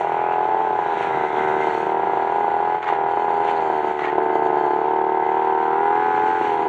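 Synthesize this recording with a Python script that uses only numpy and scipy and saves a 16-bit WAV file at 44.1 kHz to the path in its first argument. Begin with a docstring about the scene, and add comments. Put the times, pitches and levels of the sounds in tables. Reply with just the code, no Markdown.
"""Outdoors in weeds, one microphone a few metres from a two-stroke brush cutter. It opens at part
throttle, skipping every other firing; each turn puffs through the muffler and rattles the casing while
the blade whirrs and shreds leaves. After a second a thick clump sets the steel ringing, and the loaded
engine fires more often and unevenly. From about three to four seconds the blade hacks into stalks and
the engine falters. It labours on through thinner growth, then speeds up near the end."""
import sys
import numpy as np
from scipy import signal
from scipy.fft import rfft, irfft, next_fast_len
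from scipy.io import wavfile
from scipy.ndimage import uniform_filter1d

SR = 44100
rng = np.random.default_rng(int(sys.argv[2]) if len(sys.argv) > 2 else 0)


def dump_mix(stems):
    """Bounce the given channels to the path in sys.argv[1] as a 16-bit WAV at rate SR."""
    frames = np.atleast_2d(stems).T  # one column per channel
    limited = np.clip(frames, -1, 1)  # hard clip at full scale
    pcm = np.round(limited * 32767).astype(np.int16)
    wavfile.write(sys.argv[1], SR, pcm)


N = 294588

# crank speed: t/s, speed/(turns/s)
CRANK_SPEED = [(0.0, 77.86), (0.04, 82.04), (0.16, 82.46), (0.2, 84.27), (0.36, 83.63), (0.48, 86.64),
               (0.64, 87.52), (0.8, 83.32), (1.04, 80.22), (1.08, 80.07), (1.28, 74.83), (1.44, 76.57),
               (1.68, 76.63), (1.72, 74.6), (1.92, 78.19), (2.08, 79.94), (2.2, 78.71), (2.4, 82.97),
               (2.44, 82.18), (2.6, 81.66), (2.64, 83.14), (2.76, 84.8), (2.84, 84.78), (2.96, 80.13),
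               (3.04, 79.78), (3.2, 83.42), (3.32, 82.14), (3.52, 82.02), (3.64, 79.19), (3.84, 73.72),
               (3.88, 76.35), (4.0, 73.59), (4.04, 74.73), (4.08, 72.44), (4.16, 74.66), (4.44, 75.2),
               (4.56, 73.24), (4.6, 74.16), (4.68, 71.99), (4.92, 76.28), (5.08, 75.37), (5.2, 76.34),
               (5.32, 75.74), (5.36, 77.77), (5.56, 76.76), (5.72, 78.12), (5.84, 81.15), (6.0, 84.27),
               (6.08, 85.15), (6.2, 84.33), (6.24, 86.1), (6.4, 86.22), (6.52, 81.65), (6.68, 79.82)]
# firing rhythm, each stretch opening with a skip: t/s, skip spacing/turns
FIRING_RHYTHM = [(0.015, 3), (0.052, 2), (0.458, 3), (0.493, 5), (0.55, 2), (0.573, 4), (0.619, 3),
                 (0.653, 2), (0.676, 3), (0.711, 2), (0.758, 3), (0.867, 6), (0.94, 3), (1.051, 2),
                 (1.076, 3), (1.152, 2), (1.178, 3), (1.217, 4), (1.27, 3), (1.31, 6), (1.389, 2),
                 (1.415, 3), (1.455, 5), (1.52, 2), (1.572, 3), (1.65, 6), (1.73, 2), (1.835, 3),
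                 (1.874, 2), (2.002, 3), (2.077, 2), (2.102, 3), (2.178, 2), (2.328, 3), (2.364, 2),
                 (2.413, 3), (2.522, 2), (2.571, 3), (2.608, 2), (2.751, 3), (2.787, 2), (2.81, 5),
                 (2.87, 3), (2.906, 2), (2.93, 3), (2.968, 2), (3.141, 3), (3.178, 2), (3.25, 3),
                 (3.286, 5), (3.347, 3), (3.384, 4), (3.432, 5), (3.493, 9), (3.604, 2), (3.629, 4),
                 (3.68, 2), (3.706, 8), (3.812, 3), (3.852, 2), (3.878, 3), (3.918, 6), (3.998, 2),
                 (4.053, 4), (4.107, 2), (4.188, 4), (4.241, 2), (4.268, 3), (4.308, 2), (4.362, 3),
                 (4.402, 2), (4.428, 3), (4.509, 6), (4.59, 2), (4.617, 5), (4.686, 2), (4.822, 5),
                 (4.889, 2), (5.231, 3), (5.271, 2), (6.03, 3), (6.065, 2), (6.112, 3), (6.183, 2),
                 (6.206, 3), (6.242, 2), (6.265, 4), (6.311, 2), (6.381, 3), (6.451, 2), (6.499, 6),
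                 (6.573, 5)]
# hard firings of a rich charge: t/s, extra force/dB
RICH_FIRINGS = [(.545, 3.5), (.788, 1.5), (2.48, 1.5), (2.926, 3.5), (3.173, 3), (3.49, 4.5), (3.622, 0),
                (3.70, 4.5), (3.872, -1.5), (4.183, 7), (4.357, 4), (6.41, 4)]
# exhaust at the microphone as the operator turns: t/s, relative boom level/dB, bark level/dB
EXHAUST_LEVELS = [(0.0, -32, -24), (0.61, -29.5, -20), (0.89, -31, -23), (1.46, -24.5, -21),
                  (1.81, -26.5, -23), (1.96, -27, -21), (2.6, -30, -21), (3.5, -27.5, -21),
                  (3.86, -25.5, -21.5), (4.57, -23, -18.5), (4.68, -24.5, -20), (6.21, -26, -18),
                  (6.68, -27.5, -23)]
# fired against unfired turns, from smooth buzz to hard putter: t/s, contrast factor
PUTTER_CONTRAST = [(0, 1.4), (.9, 1.3), (1.2, 0.91), (1.45, .35), (1.72, 1), (1.95, 1.3), (2.7, 0.97),
                   (3.8, 0.75), (4.4, 0.76), (4.9, .9), (5.3, 1.1), (6.0, 0.59), (6.68, 0.61)]
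# muffler response: f/Hz, gain/dB
MUFFLER_RESPONSE = [(85, -37), (150, -20), (258, -15.5), (292, -0.5), (335, 0.5), (380, 2), (455, -0.5),
                    (520, -4.5), (620, -3), (700, 0), (770, 1), (850, 1.5), (920, 3.5), (1000, -1.5),
                    (1100, -22), (1500, -31)]
# four crank speeds, laboured to racing: speed/(turns/s)
TUNING_SPEEDS = [74, 77, 82, 86]
# harmonics the muffler favours: engine order, relative level/dB at each of those speeds
ORDER_LEVELS = [(2, -31, -31, -31.5, -30.5), (3, -26.5, -27, -23.5, -23.5), (4, -17, -16, -15.5, -10.5),
                (5, -4.5, -4, -3, -3.5), (6, -6.5, -7, -9, -17.5), (7, -26, -18.5, -17.5, -14),
                (8, -26, -18, -23.5, -21.5), (9, -18, -14, -11, -5.5), (10, -11.5, -7.5, -2.5, -4.5),
                (11, -9.5, -8.5, -8, -17.5), (12, -6, -7, -12, -17), (13, -20.5, -12.5, -26.5, -23)]
# exhaust tone as the operator turns: t/s, gain between boom and bark/dB, gain at boom's lower edge/dB
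FACING_GAINS = [(0, 7.5, -2.5), (.8, 2.5, -0.5), (1.5, 2, -3.5), (2.499, 2.5, -2), (4.5, 2, 0.5),
                (5.399, -5.5, -5.5), (5.7, -11, -1), (6.1, -7, 3.5), (6.68, -6, 5)]
# those two bands: low f/Hz, high f/Hz
FACING_BANDS = [(545, 700), (255, 325)]
# clatter, loudest with the engine facing the microphone: t/s, piston slap/dB, port knock/dB
CLATTER_LEVELS = [(0, -45, -41.5), (.3, -41.5, -36), (.55, -39, -49), (.85, -37, -45), (1.5, -35.5, -31.5),
                  (1.95, -38.5, -44.5), (2.65, -39.5, -41), (3.3, -40, -42), (3.7, -39, -43),
                  (4.3, -35.5, -50.5), (4.85, -40.5, -46.5), (5.3, -38, -47), (5.65, -41, -35),
                  (6, -32.5, -37), (6.35, -33, -40), (6.68, -41.5, -51)]
# casing modes under the piston's slap: f/Hz, width/Hz, relative level/dB
CASING_MODES = [(1310, 230, -1.5), (1593, 170, 4), (1737, 150, -1), (2010, 320, -8)]
# turbulent gas at the tailpipe: f/Hz, gain/dB
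RASP_SPECTRUM = [(250, -9.5), (400, -3), (850, 1.5), (1150, 5.5), (1550, 0), (2000, -4), (2600, -11.5),
                 (3400, -17.5), (4300, -32), (5000, -40)]
# air stirred by the blade, loudest as it swings nearest the microphone: t/s, level/dB
WHIRR_LEVEL = [(0, -42), (.9, -43), (1.1, -37.5), (1.5, -36), (1.9, -42), (2.8, -42.5), (4, -42),
               (5.5, -50), (6.1, -41), (6.68, -41.5)]
# that stirred air: f/Hz, gain/dB
WHIRR_SPECTRUM = [(25, -29), (60, -28.5), (95, -13.5), (135, -2.5), (170, -2), (240, -6.5), (400, 0),
                  (800, -36)]
# growth the blade is taking, heard as flying clippings: t/s, relative level/dB
FEED_LEVEL = [(0.0, -57.5), (0.21, -69), (1.77, -59), (1.98, -68), (2.99, -71), (4.06, -65), (4.21, -75),
              (4.72, -72), (5.01, -77), (5.6, -70.5), (5.9, -68.5), (6.27, -61.5), (6.68, -68)]
# bites into clumps: t/s, length/s, extra shredding/dB, extra ring/dB
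CLUMP_BITES = [(.98, 0.094, 6.5, 6), (1.11, 0.67, 0.5, 9), (0.02, 0.084, -3.5, 2), (2.865, 0.045, 13, 1),
               (3.46, 0.05, 11, 4), (3.99, 0.08, 4, 17), (6.38, 0.23, 4, 0)]
# shredding leaves: f/Hz, gain/dB
LEAF_SPECTRUM = [(1300, 2), (2000, 0.5), (2500, -1.5), (3300, -8), (4000, -15.5), (4500, -20.5),
                 (4950, -36.5), (6000, -48.5)]
# the steel blade's ring: f/Hz, gain/dB
STEEL_SPECTRUM = [(1550, -23), (1850, -4), (2030, 2), (2130, 0.5), (2250, -22.5), (2700, -34.5)]
# flying clippings: f/Hz, gain/dB
CLIPPING_SPECTRUM = [(4900, -37), (5150, -15), (5600, -4), (6600, -7), (7700, -10), (9000, -13.5),
                     (10500, -22), (12300, -44.5), (14500, -26), (15700, -25)]
# long grass along the blade: t/s, length/s, first f/Hz, last f/Hz, level/dB
GRASS_SWISHES = [(0.05, .31, 2130, 2560, -45.5), (0, 0.087, 1800, 3260, -50), (1.3, 0.13, 3500, 3160, -50),
                 (3.5, 0.082, 1900, 4200, -52), (0.99, 0.75, 2020, 2080, -46.5),
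                 (0.85, 0.91, 3800, 3600, -56)]
# held rings after the blade touches something hard: t/s, length/s, f/Hz, level/dB
BLADE_PINGS = [(1.122, 0.2, 2037, -41), (1.359, 0.088, 2080, -39), (1.55, .13, 2084, -39),
               (3.974, .07, 1960, -36.5), (4.063, 0.054, 1860, -38), (4.3, 0.13, 2030, -44),
               (4.555, 0.2, 1600, -43), (4.567, 0.13, 3140, -58), (4.56, 0.18, 4450, -69),
               (5.226, 0.075, 2030, -42.5), (2.0, 4.7, 2034, -51)]
# the engine falters for a few turns: t/s, length/s, level change/dB
FALTERS = [(1.27, 0.088, -3), (2.78, 0.087, -7.5), (3.925, 0.058, -5.5), (4.0, .12, -2.5)]
# the blade skims stems: t/s, length/s, extra ringing/dB
STEM_GRAZES = [(1.6, 0.28, 13.5), (2.15, 0.82, 4.5), (3.08, 0.44, 8.5), (3.5, 0.56, 10), (4.22, .04, 10),
               (4.32, 0.067, 12), (4.44, 0.045, 14), (4.55, 0.27, 8.5), (6.14, 0.65, 8)]
# high blade modes: f/Hz, width/Hz, level/dB
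HIGH_BLADE_MODES = [(3080, 96, -71), (4250, 110, -76), (4500, 290, -77.5), (6670, 430, -80.5),
                    (7400, 520, -83.5), (8880, 570, -88.5)]
# the blade hacks stalks: t/s, relative level/dB
STALK_HACKS = [(2.82, -22.5), (2.827, -16.5), (2.836, -23.5), (2.869, -20.5), (2.879, -14.5),
               (2.889, -25.5), (2.934, -18), (3.494, -22), (3.992, -15.5), (4.018, -23), (4.0337, -21.5),
               (4.041, -17), (4.055, -16.5), (4.082, -20.5), (4.0987, -22.5)]
# a cracking stalk: f/Hz, gain/dB
STALK_SPECTRUM = [(300, -15), (700, -9.5), (1100, 6), (1400, 3), (1900, 1.5), (2400, -4.5), (3200, -11.5),
                  (4300, -22), (5100, -35.5), (6600, -31.5), (10000, -50.5), (13000, -64.5)]
# low blade modes, rung by a stalk: f/Hz, width/Hz, gain/dB
LOW_BLADE_MODES = [(1890, 45, -3), (1960, 50, -5), (2180, 70, -2.5)]


def from_db(db):
    return 10 ** (np.asarray(db) / 20)


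def rms_one(x):
    return x / np.sqrt(np.mean(x ** 2) + 1e-20)


def steady(x, samples=4400):
    """Hold the slow level at rms 1, keeping the single beats."""
    power = uniform_filter1d(uniform_filter1d(x ** 2, samples), samples // 2)
    return x / np.sqrt(np.abs(power) + 1e-20)


def flutter(samples=2400):
    """A quick random waver; rms 1."""
    return rms_one(uniform_filter1d(uniform_filter1d(rng.standard_normal(N), samples), samples // 2))


def curves(rows, at=None):
    """A table's columns at given times, or at every sample."""
    s, *columns = np.transpose(rows)
    return [np.interp(np.arange(N) / SR if at is None else at, s, c) for c in columns]


def swell(start_s, length_s, edge_s):
    """A gate that rises, holds and falls back."""
    t = np.arange(N) / SR
    return np.clip(.5 + np.minimum(t - start_s, start_s + length_s - t) / edge_s, 0, 1)


def spells(rows, edge_s):
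    """One dB curve per level column, with a swell for each row."""
    return sum(np.outer(levels_db, swell(s, length, edge_s)) for s, length, *levels_db in rows)


def colour(x, spectrum):
    """Minimum-phase filter, falling 20 dB an octave beyond the spectrum's ends."""
    size = 2 * next_fast_len(N // 2 + 4096)
    octave = np.log2(np.maximum(np.fft.rfftfreq(size, 1 / SR), 10))
    hz, db = np.transpose(spectrum)
    beyond = np.abs(octave - np.clip(octave, np.log2(hz[0]), np.log2(hz[-1])))
    gain = from_db(np.interp(octave, np.log2(hz), db) - 20 * beyond)
    cepstrum = irfft(np.log(gain))
    cepstrum[1:size // 2] *= 2
    cepstrum[size // 2 + 1:] = 0
    return irfft(rfft(x, size) * np.exp(rfft(cepstrum)))[:N]


def butter(order, hz, kind="low"):
    return signal.butter(order, hz, kind, fs=SR, output="sos")


def resonate(x, hz, width_hz):
    """One resonance with peak gain 1."""
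    r = np.exp(-np.pi * width_hz / SR)
    feedback = [1, -2 * r * np.cos(2 * np.pi * hz / SR), r * r]
    return signal.lfilter(np.array([1, 0, -1]) * (1 - r * r) / 2, feedback, x + 1e-18)


def resonate_twice(x, hz, width_hz):
    return resonate(resonate(x, hz, width_hz), hz, width_hz)


def clicks(times, sizes):
    """Impulses placed between samples."""
    at = np.clip(times * SR, 0, None)
    i, part = at.astype(int), at % 1
    return np.bincount(i, sizes * (1 - part), N)[:N] + np.bincount(i + 1, sizes * part, N)[:N]


def fade(x, decay_s):
    """Each impulse becomes an exponential decay."""
    return signal.lfilter([1], [1, -np.exp(-1 / (decay_s * SR))], x + 1e-18)


def grains(per_s, spread_db):
    """Random tiny snaps of uneven size; rms 1."""
    sizes = from_db(spread_db * np.minimum(rng.exponential(1, N), 4)) * rng.choice([-1, 1], N)
    return rms_one(sizes * (rng.random(N) < per_s / SR))


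def foliage(x, level_db, decay_s=0.0058, rise_s=0.0065):
    """Leaves and stems scatter a short diffuse tail towards the microphone."""
    t = np.arange(4000) / SR
    tail = rng.standard_normal(len(t)) * np.exp(-t / decay_s) * (1 - np.exp(-(t / rise_s) ** 2))
    return x + from_db(level_db) * signal.fftconvolve(x, tail / np.linalg.norm(tail))[:N]


def combustion(times, refill_db=1.5, weak_burn_db=-2.5, stumble_db=1.1, stumble_s=.00009):
    """Which turns skip, how hard and late the rest fire: a skip freshens the charge, long runs stumble."""
    start_s, spacings = np.transpose(FIRING_RHYTHM)
    stretch = np.maximum(np.searchsorted(start_s, times) - 1, 0)
    spacing = spacings[stretch]
    since_skip = (np.arange(len(times)) - np.searchsorted(times, start_s)[stretch]) % spacing
    skipped = since_skip == 0
    triple = spacing == 3  # here the charge first burns weakly, then fully
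    force_db = refill_db * (since_skip == 1 + triple) + weak_burn_db * (triple & (since_skip == 1))
    unsteady = np.interp(spacing, [2, 3, 5], [.25, .55, 1])
    force_jitter, time_jitter = unsteady * rng.standard_normal((len(times), 2)).T
    force_db += stumble_db * force_jitter
    for s, extra_db in RICH_FIRINGS:
        turn = np.argmin(np.abs(times - s))
        skipped[turn] = False
        force_db[turn] += extra_db
    return skipped, force_db, stumble_s * time_jitter


def exhaust(times, skipped, force_db, scavenge_s=.0024, intake_lead_s=0.00454, split_hz=570):
    """The port opens once a turn: burnt gas booms, fresh charge follows; an unfired puff still barks."""
    boom_db, bark_db = curves(EXHAUST_LEVELS)
    contrast, = curves(PUTTER_CONTRAST, times)
    boom_times = times + 0.0001
    blowdown = clicks(boom_times, from_db(contrast * (force_db - 10 * skipped)))
    scavenge = clicks(boom_times + scavenge_s, from_db(-5))
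    intake = clicks(times - intake_lead_s, from_db(-11))  # air gulped at the carburettor
    puffs = clicks(times, from_db(contrast * (0.95 * force_db - 2.8 * skipped)))
    boom = colour(blowdown + scavenge, MUFFLER_RESPONSE)
    bark = colour(intake + puffs, MUFFLER_RESPONSE)
    low_pass = butter(4, split_hz)
    boom = foliage(signal.sosfiltfilt(low_pass, boom, padtype=None), level_db=-2.5)
    bark = foliage(bark - signal.sosfiltfilt(low_pass, bark, padtype=None), level_db=-3.5)
    return from_db(boom_db + 4.5) * steady(boom) + from_db(bark_db) * steady(bark)


def muffler_tuning(x, turns, speed, lowest_bark_order=8, lift_db=1.5, waver_db=1.0, samples=2800):
    """Crank speed sets how strongly each order sounds through the muffler, in step with the puffs."""
    boom_db, bark_db = curves(EXHAUST_LEVELS)
    for order, *levels_db in ORDER_LEVELS:
        band_db = boom_db if order < lowest_bark_order else bark_db
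        level_db = band_db + np.interp(speed, TUNING_SPEEDS, levels_db) + lift_db
        height = from_db(level_db + waver_db * flutter()) / np.sqrt(2)
        # draw this harmonic towards that height, keeping its phase
        spin = np.exp(2j * np.pi * order * turns)
        present = uniform_filter1d(uniform_filter1d(x / spin, samples), samples)
        wanted = height * present / np.hypot(np.abs(present), .25 * height)
        x = x + 2 * np.real((wanted - present) * spin)
    return x


def operator_turning(x):
    """The bands either side of the boom rise and sink at the microphone as the operator turns."""
    for gain_db, edges_hz in zip(curves(FACING_GAINS), FACING_BANDS):
        band = signal.sosfiltfilt(butter(2, edges_hz, "band"), x, padtype=None)
        x = x + (from_db(gain_db) - 1) * band
    return x


def casing(times, slap_turns=.615, port_lead_s=.0013, port_pitch=0.936, spread_db=2.0, loose_s=1e-5):
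    """Two blows a turn ring the casing: the piston's crisp slap and a duller knock as the port opens."""
    slap_jitter, slap_force, port_jitter, port_force = rng.standard_normal((len(times), 4)).T
    slap_db, port_db = curves(CLATTER_LEVELS)
    slap_times = times + slap_turns * np.gradient(times)
    slap = clicks(slap_times + loose_s * slap_jitter, from_db(spread_db * slap_force))
    port = clicks(times - port_lead_s + loose_s * port_jitter, from_db(spread_db * port_force))
    soft_contact = butter(4, hz=2400)
    out = 0
    for blows, level_db, pitch in ((slap, slap_db, 1), (port, port_db, port_pitch)):
        rings = sum((-1) ** k * from_db(db) * resonate(blows, pitch * hz, width)
                    for k, (hz, width, db) in enumerate(CASING_MODES))
        clatter = foliage(signal.sosfilt(soft_contact, rings), level_db=-9.5)
        out += from_db(level_db) * steady(clatter)
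    return out


def gas_rasp(times, burn, lag_s=0.003012, level_db=-39):
    """A spit of turbulent gas leaves the tailpipe after each fired puff, over a faint steady flow."""
    flow = 0.058 + fade(clicks(times + lag_s, burn), decay_s=0.0049)
    return from_db(level_db) * steady(colour(flow * rng.standard_normal(N), RASP_SPECTRUM))


def crank_hum(turns, level_db=-55):
    """The crank's unbalance shakes the engine once a turn."""
    return from_db(level_db) * np.sin(2 * np.pi * turns)


def whirr():
    """The blade stirs the air, louder as it swings towards the microphone."""
    level_db, = curves(WHIRR_LEVEL)
    return from_db(level_db) * steady(colour(rng.standard_normal(N), WHIRR_SPECTRUM))


def shredding(turns, gear_ratio=0.52, usual_feed_db=-68):
    """The two blade tips shred leaves; the snaps ring the steel and fling clippings."""
    feed_db, = curves(FEED_LEVEL)
    bite_db, bite_ring_db = spells(CLUMP_BITES, edge_s=0.081)
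    heavier_db = feed_db - usual_feed_db
    tips_passing = 1 + 0.057 * np.cos(4 * np.pi * gear_ratio * turns)
    snaps = tips_passing * (grains(per_s=3300, spread_db=0.5) + 0.5 * rng.standard_normal(N))
    leaves = from_db(-44 + 0.53 * heavier_db + bite_db) * steady(colour(snaps, LEAF_SPECTRUM))
    steel = from_db(-53.5 + 0.25 * heavier_db + bite_ring_db) * steady(colour(snaps, STEEL_SPECTRUM))
    clippings = from_db(feed_db - 1.5 + 0.94 * bite_db) * steady(colour(snaps, CLIPPING_SPECTRUM))
    return leaves + steel + clippings


def swishes(width_hz=420):
    """Long grass scrapes along the blade: a band of rustle that glides as the stems are drawn tight."""
    t, out = np.arange(N) / SR, 0
    for s, length, first_hz, last_hz, db in GRASS_SWISHES:
        snaps = grains(per_s=1500, spread_db=1.0)
        rustle = rms_one(signal.sosfilt(butter(2, width_hz / 2), snaps + 1e-18))
        centre_hz = np.interp(t, [s, s + length], [first_hz, last_hz])
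        glide = np.sqrt(2) * np.cos(2 * np.pi * np.cumsum(centre_hz) / SR)
        out += from_db(db) * swell(s, length, edge_s=0.066) * rustle * glide
    return out


def pings(width_hz=45):
    """Touching something hard, one mode of the blade swells and sings."""
    out = 0
    for s, length, hz, db in BLADE_PINGS:
        ring = steady(resonate_twice(rng.standard_normal(N), hz, width_hz), samples=2200)
        out += from_db(db) * ring * swell(s, length, edge_s=.03)
    return out


def grazes(waver_db=2.0):
    """The blade's edge skims stems and its high modes ring, each wavering by itself."""
    extra_db, = spells(STEM_GRAZES, edge_s=0.027)
    snaps = grains(per_s=1500, spread_db=3.0)
    rings = sum(from_db(db + waver_db * flutter()) * rms_one(resonate_twice(snaps, hz, width))
                for hz, width, db in HIGH_BLADE_MODES)
    return from_db(extra_db) * rings


def hacks(splinters=5, gap_s=0.012, step_db=-5, trim_db=-8):
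    """A stalk cracks, splinters in a dying run of ticks and sets the blade ringing."""
    s, level_db = np.transpose(STALK_HACKS)
    gaps = gap_s * (.5 + rng.random((len(s), splinters)))
    times = s[:, None] + np.cumsum(gaps, axis=1) - gaps
    sizes = from_db(level_db[:, None] + trim_db + step_db * np.arange(splinters))
    bursts = fade(clicks(times.ravel(), sizes.ravel()), decay_s=0.0039)
    crack = colour(bursts * rng.standard_normal(N), STALK_SPECTRUM)
    crack /= np.std(colour(rng.standard_normal(N), STALK_SPECTRUM))  # unit filter gain for noise
    ring = sum(from_db(db) * resonate(crack, hz, width) for hz, width, db in LOW_BLADE_MODES)
    return foliage(crack, level_db=-9) + ring


def scene(muffler_lag_s=.0007, uneven_growth_db=1.0):
    """Engine, blade and stalks, from one spot in the open a few metres off."""
    speed = uniform_filter1d(curves(CRANK_SPEED)[0], size=3000)  # the flywheel rounds every change
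    turns = np.cumsum(speed) / SR + 1 / 3
    times = np.interp(np.arange(1, int(turns[-1])), turns, np.arange(N) / SR)  # one per whole turn
    skipped, force_db, late_s = combustion(times)
    times += late_s
    burn = from_db(force_db) * ~skipped
    falter_db, = spells(FALTERS, edge_s=0.028)
    puffs = exhaust(times + muffler_lag_s, skipped, force_db)
    muffler = operator_turning(muffler_tuning(puffs, turns, speed))
    machine = from_db(falter_db) * (muffler + casing(times) + gas_rasp(times, burn) + whirr())
    cutting_db = 0.51 * falter_db + uneven_growth_db * flutter()
    cutting = from_db(cutting_db) * (shredding(turns) + grazes() + swishes() + pings())
    return (machine + crank_hum(turns) + cutting + hacks())[None]


def record(dry, ceiling=0.7, low_cut_hz=38, top_hz=15760):
    """One microphone: the hardest firings slightly rounded, deep bass rolled off, the top cut steeply."""
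    rounded = dry / (1 + (dry / ceiling) ** 6) ** (1 / 6)
    bass_cut = signal.sosfilt(butter(1, low_cut_hz, "high"), rounded)
    return signal.sosfilt(signal.ellip(10, .1, 80, top_hz, fs=SR, output="sos"), bass_cut)


dry = scene()
out = record(dry)
dump_mix(out)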